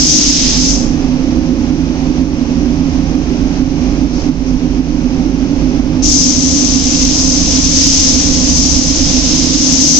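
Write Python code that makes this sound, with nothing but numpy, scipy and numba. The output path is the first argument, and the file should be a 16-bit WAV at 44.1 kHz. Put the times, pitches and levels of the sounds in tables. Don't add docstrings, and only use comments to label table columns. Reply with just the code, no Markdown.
import sys
import numpy as np
from scipy import signal
from scipy.fft import rfft, irfft
from scipy.io import wavfile
from scipy.ndimage import uniform_filter1d
from numba import njit

SR = 44100
rng = np.random.default_rng(int(sys.argv[2]) if len(sys.argv) > 2 else 0)


def unload_wav(signal):
    wavfile.write(
        sys.argv[1],
        SR,
        np.round(np.clip(np.atleast_2d(signal).T, -1, 1) * 32767).astype(np.int16),
    )


N = 440559
TIME_S = np.arange(N) / SR
FREQ_HZ = np.maximum(np.arange(N // 2 + 1) * SR / N, 1)

# press in seconds, release in seconds, strength in dB.
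TRIGGER_PULLS = [(-0.2, 0.712, 2.2), (6.02, 10.2, 1.17)]
# time in seconds, hiss gain in dB, roar gain in dB, leftward swing in dB.
FIRST_AIM = [(0, -13.0, -31.5, 1.5), (0.17, -11.5, -28.0, 4.5), (0.33, -13.5, -28.0, 0),
             (0.46, -15.5, -26.5, 1.5), (0.6, -17, -31, -1), (0.7, -16.5, -34.5, 3.5)]
LONG_AIM = [(6.1, -12, -32.5, 8.1), (6.22, -11.5, -32, 7.0), (6.36, -17, -34.0, 7.2),
            (6.55, -16, -33.0, 8.0), (6.75, -17.0, -32.0, 7), (7.1, -16.5, -30.5, 4.2),
            (7.25, -15.5, -35, 4), (7.45, -17, -32, 3.8), (7.7, -16, -31, 5.5), (7.85, -11.5, -28.5, 1.8),
            (8.0, -11, -27.5, 4.6), (8.2, -16, -30.5, 4.8), (8.43, -17.5, -33, 3.5), (8.62, -14, -33, 4.5),
            (9.05, -17.5, -31.0, 2.6), (9.5, -16, -30, 1.3), (9.75, -12.5, -29, 6),
            (9.99, -9.5, -28.5, 5.9)]
# frequency in Hz, relative density in dB.
HISS_SPECTRUM = [(1500, -26.5), (2800, -10.5), (4000, -3.5), (5000, 1), (6100, 3.5), (6900, 4), (7400, 2),
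                 (8000, -3), (8600, -12.5)]
ROAR_SPECTRUM = [(400, -8.5), (1000, -5), (1500, -3.5), (2400, 4.5), (3300, 6.5), (4300, 2.5),
                 (6000, -30.5)]
# centre in seconds, half length in seconds, level in dB.
PUFFS = [(4.186, 0.083, -48), (4.49, .03, -48.5)]
# frequency in Hz, gain in dB.
PUFF_TILT = [(4500, 5), (7500, -8)]

# frequency in Hz, half width in Hz, gain in dB.
HOUSING_MODES = [(242, 9.5, -2), (253.5, 2.9, 3.5), (261.1, 9, -1), (288.7, 11.4, -0.5), (313.4, 17, -8)]
DUCT_BOOM_MODES = [(20.8, 10, -6), (45.7, 4.6, -3), (49.6, 2.8, 3), (97, 18, -15)]
DUCT_HUM_MODES = [(72.5, 3.6, 2), (79, 7.4, -10)]
PLENUM_MODES = [(161.2, 6.7, 2), (164, 33.5, -5), (193, 14, -7)]
BLADE_HZ, BLADE_LINES = 266.7, [(1, -8.5), (2, -25)]
# time in seconds, relative level in dB.
DRONE_LEVEL = [(0, -15.5), (0.5, -16), (1.4, -14.0), (1.95, -16), (2.5, -13), (2.95, -17.0), (3.7, -15.5),
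               (5.3, -14.5), (6.15, -14), (6.65, -13), (7.2, -15.5), (9.3, -15.5), (9.75, -13.5)]
BOOM_LEVEL = [(0, -26), (0.65, -20), (1.6, -26), (3.6, -22.5), (4.1, -20.5), (5.4, -22), (6.1, -19.5),
              (6.45, -30.5), (6.8, -22), (8.3, -23), (9.2, -21.0), (9.7, -27.5)]
HUM_LEVEL = [(0, -25.5), (0.4, -31.5), (1.4, -25.5), (2.4, -25.5), (2.9, -26.5), (3.5, -25.5), (5.5, -30.5),
             (6.5, -22), (7, -26), (8.8, -20), (9.6, -26.5)]
# frequency in Hz, gain in dB.
BACK_DRONE_EQ = [(235, -2.5), (266, 2), (300, -1), (345, -4)]
# peak time in seconds, dip length in seconds, depth in dB.
DRONE_DIPS = [(1.365, 0.47, 1.5), (1.70, 0.036, 2), (2.069, .15, 3), (2.559, .2, 2.5), (2.72, .12, 0),
              (3.416, .17, 2.5), (3.625, 0.18, 0.5), (3.985, .2, 1.5), (4.264, 0.19, 2.5),
              (4.54, 0.25, 0.5), (4.796, .12, -0.5), (5.261, 0.24, 0.5), (5.575, 0.11, 1), (5.80, 0.25, 1)]

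# frequency in Hz, relative density in dB.
RUSH_SPECTRUM = [(40, 1), (120, 2.5), (210, 5.5), (420, -0.5), (540, -1), (680, -4), (1000, -9.5),
                 (1450, -15.5), (1900, -16.5), (2500, -14), (3900, -27), (5100, -32.5), (6100, -31.5),
                 (8200, -51)]
# frequency in Hz, half width in Hz, dB over the rush.
BOOTH_FRONT_MODES = [(361.5, 12, 6.5), (391, 12, 9.5), (464, 5.4, 1.5), (770, 7.4, 6.5), (860, 33, -1),
                     (4100, 47, 1.5)]
BOOTH_BACK_MODES = [(470, 15, -3), (529, 20, 3.5), (650, 15, -1.5), (1009, 12, 2.5)]
# time in seconds, share of the back position from 0 to 1.
CAMERA_PATH = [(5.6, 0), (6.7, 0.99)]

# frequency in Hz, correlation.
PORT_CORRELATION = [(100, 1), (280, 0.98), (550, 1), (1000, 0.7), (2000, 0.44), (4000, 0.2)]
# resonance in Hz, bandwidth in Hz, gain in dB.
MIC_PORTS = [(6042, 750, -0.25), (5140, 570, 0.04)]
# frequency in Hz, gain in dB.
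LEFT_CAPSULE_EQ = [(60, -11), (280, -8.5), (550, -7.0), (950, -5), (1550, -1.5), (2600, -3.5), (4500, 3),
                   (8000, 3)]
# frequency in Hz, gain in dB.
CLIP_SOFTENING_EQ = [(8600, 0), (9200, -16), (11000, -9.5), (15000, -4)]


def spray_pass(pull, aim, hiss_db, roar_db, flutter_db, open_s=0.027, bleed_db_per_s=119, side_db=-4.5):
    press_s, release_s, strength_db = pull
    aim_hiss_db, aim_roar_db, swing_db = curves(aim)
    opening = 1 - np.exp(-np.maximum(TIME_S - press_s, 0) / open_s)
    bleed = undb(-bleed_db_per_s * np.maximum(TIME_S - release_s, 0))
    hiss = undb(hiss_db + aim_hiss_db) * turbulence(undb(spectrum(HISS_SPECTRUM)))
    roar = undb(roar_db + aim_roar_db) * turbulence(undb(spectrum(ROAR_SPECTRUM)))
    pan = undb(np.outer([1, -1], side_db + swing_db) / 2)
    flutter = undb(flutter_db * (wander(25) + wander(160)))
    return opening * bleed * undb(strength_db) * flutter * (pan * hiss + roar)


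def puffs():
    swell = sum(undb(db) * np.exp(-((TIME_S - at_s) / half_s) ** 2) for at_s, half_s, db in PUFFS)
    return swell * turbulence(undb(spectrum(HISS_SPECTRUM) + spectrum(PUFF_TILT)))


def extractor(back_share, boom_db, hum_db, plenum_db, drone_db, back_plenum_db=-1.0):
    boom = steady(turbulence(resonances(DUCT_BOOM_MODES)), window_samples=11000)
    boom *= undb(curves(BOOM_LEVEL)[0] + boom_db)
    hum = steady(turbulence(resonances(DUCT_HUM_MODES)), window_samples=9000)
    hum *= undb(curves(HUM_LEVEL)[0] + hum_db)
    plenum = steady(turbulence(resonances(PLENUM_MODES)), window_samples=13000)
    plenum *= undb(plenum_db + back_plenum_db * back_share)
    drone = fan_drone(back_share) * undb(curves(DRONE_LEVEL)[0] + drone_db)
    return (boom + hum + plenum + drone) * undb(dips_and_peaks_db())


def fan_drone(back_share):
    front = turbulence(resonances(HOUSING_MODES)) + blade_tone()
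    back = colour(front, undb(spectrum(BACK_DRONE_EQ)))
    return steady((1 - back_share) * front + back_share * back, window_samples=9000)


def blade_tone(rate_spread=0.0037, swell_db=2.75):
    phase = 2 * np.pi * np.cumsum(BLADE_HZ * (1 + rate_spread * wander(12))) / SR
    return sum(undb(db + swell_db * wander(9)) * np.sqrt(2) * np.sin(k * phase) for k, db in BLADE_LINES)


def dips_and_peaks_db(peak_db=2.3, decay_s=0.035, edge_s=0.015):
    def step(at_s):
        return np.clip((TIME_S - at_s) / edge_s + 0.5, 0, 1)

    level_db = np.zeros(N)
    for peak_s, dip_s, depth_db in DRONE_DIPS:
        dip = step(peak_s - dip_s) - step(peak_s)
        peak = step(peak_s) * np.exp(-np.abs(TIME_S - peak_s) / decay_s)
        level_db += peak_db * peak - depth_db * dip
    return level_db


def ventilation(back_share, front_db, back_db, flicker_db):
    air = undb(spectrum(RUSH_SPECTRUM))
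    front = undb(front_db) * turbulence(air * np.hypot(1, resonances(BOOTH_FRONT_MODES)))
    back = undb(back_db) * turbulence(air * np.hypot(1, resonances(BOOTH_BACK_MODES)))
    rush = np.sqrt(1 - back_share) * front + np.sqrt(back_share) * back
    return rush * undb(flicker_db * wander(14))


def turbulence(gain):
    correlation = np.clip(spectrum(PORT_CORRELATION), 0, 0.999)
    mid, side = rfft(rng.standard_normal((2, N))) * gain * np.sqrt([1 + correlation, 1 - correlation])
    return unit_rms(irfft([mid + side, mid - side], N))


def arrival(x, lag_ms):
    return np.array([x[0], colour(x[1], np.exp(-2j * np.pi * FREQ_HZ * lag_ms / 1000))])


@njit
def gain_control(peak, threshold, fall_db_per_s, rise_db_per_s, max_db):
    gain_db, db = np.empty(len(peak)), 0.
    for i in range(len(peak)):
        if peak[i] * 10 ** (db / 20) > threshold:
            db -= fall_db_per_s / SR
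        else:
            db = min(db + rise_db_per_s / SR, max_db)
        gain_db[i] = db
    return gain_db


def undb(db):
    return 10 ** (np.asarray(db) / 20)


def curves(table):
    times_s, *columns = np.transpose(table)
    return [np.interp(TIME_S, times_s, column) for column in columns]


def spectrum(points):
    hz, value = np.transpose(points)
    return np.interp(np.log(FREQ_HZ), np.log(hz), value)


def resonances(modes):
    gains = (undb(db) / (1 + ((FREQ_HZ - hz) / half_hz) ** 2) for hz, half_hz, db in modes)
    return np.sqrt(sum(gain ** 2 for gain in gains))


def colour(x, gain):
    return irfft(rfft(x) * gain, N)


def unit_rms(x):
    return x / np.sqrt(np.mean(x ** 2))


def steady(x, window_samples):
    return x / np.sqrt(uniform_filter1d(np.mean(x ** 2, axis=0), window_samples))


def wander(rate_hz):
    size = SR // rate_hz
    steps = np.repeat(rng.standard_normal(N // size + 1), size)
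    return unit_rms(uniform_filter1d(steps, size)[:N])


def scene():
    gun = sum(spray_pass(pull, aim, hiss_db=-11.0, roar_db=1.5, flutter_db=0.3)
              for pull, aim in zip(TRIGGER_PULLS, (FIRST_AIM, LONG_AIM)))
    back_share = curves(CAMERA_PATH)[0]
    fan = extractor(back_share, boom_db=6.5, hum_db=5.0, plenum_db=-18.5, drone_db=4.5)
    rush = ventilation(back_share, front_db=-21.5, back_db=-20.5, flicker_db=0.42)
    return gun + puffs() + arrival(fan + rush, lag_ms=0.19)


def record(dry):
    band_hz, top_hz = 8650, 16000
    sense_low_hz, sense_high_hz = 54.6, 5480
    ports = np.array([undb(db) / (1 - (FREQ_HZ / hz) ** 2 + 1j * FREQ_HZ * width_hz / hz ** 2)
                      for hz, width_hz, db in MIC_PORTS])
    capsules = np.array([undb(spectrum(LEFT_CAPSULE_EQ)), np.ones_like(FREQ_HZ)])
    self_noise = undb(-43.5) * turbulence(undb(spectrum([(7200, 6.0), (8200, -9), (8500, -28.0)])))
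    heard = colour(dry, ports * capsules) + self_noise
    band = signal.sosfilt(signal.ellip(10, 0.2, 80, band_hz, fs=SR, output="sos"), heard)
    sensed = colour(band, 1 / np.hypot(1, FREQ_HZ / sense_high_hz) / np.hypot(1, sense_low_hz / FREQ_HZ))
    peak = np.abs(sensed).max(axis=0)
    gain_db = gain_control(peak, threshold=0.8, fall_db_per_s=1400.0, rise_db_per_s=19.5, max_db=1.5)
    ridden = band * undb(uniform_filter1d(gain_db, size=64))
    clipped = colour(np.clip(ridden, -1, 1), undb(spectrum(CLIP_SOFTENING_EQ)))
    return signal.sosfilt(signal.ellip(8, 0.2, 70, top_hz, fs=SR, output="sos"), clipped)


dry = scene()
out = record(dry)
unload_wav(out)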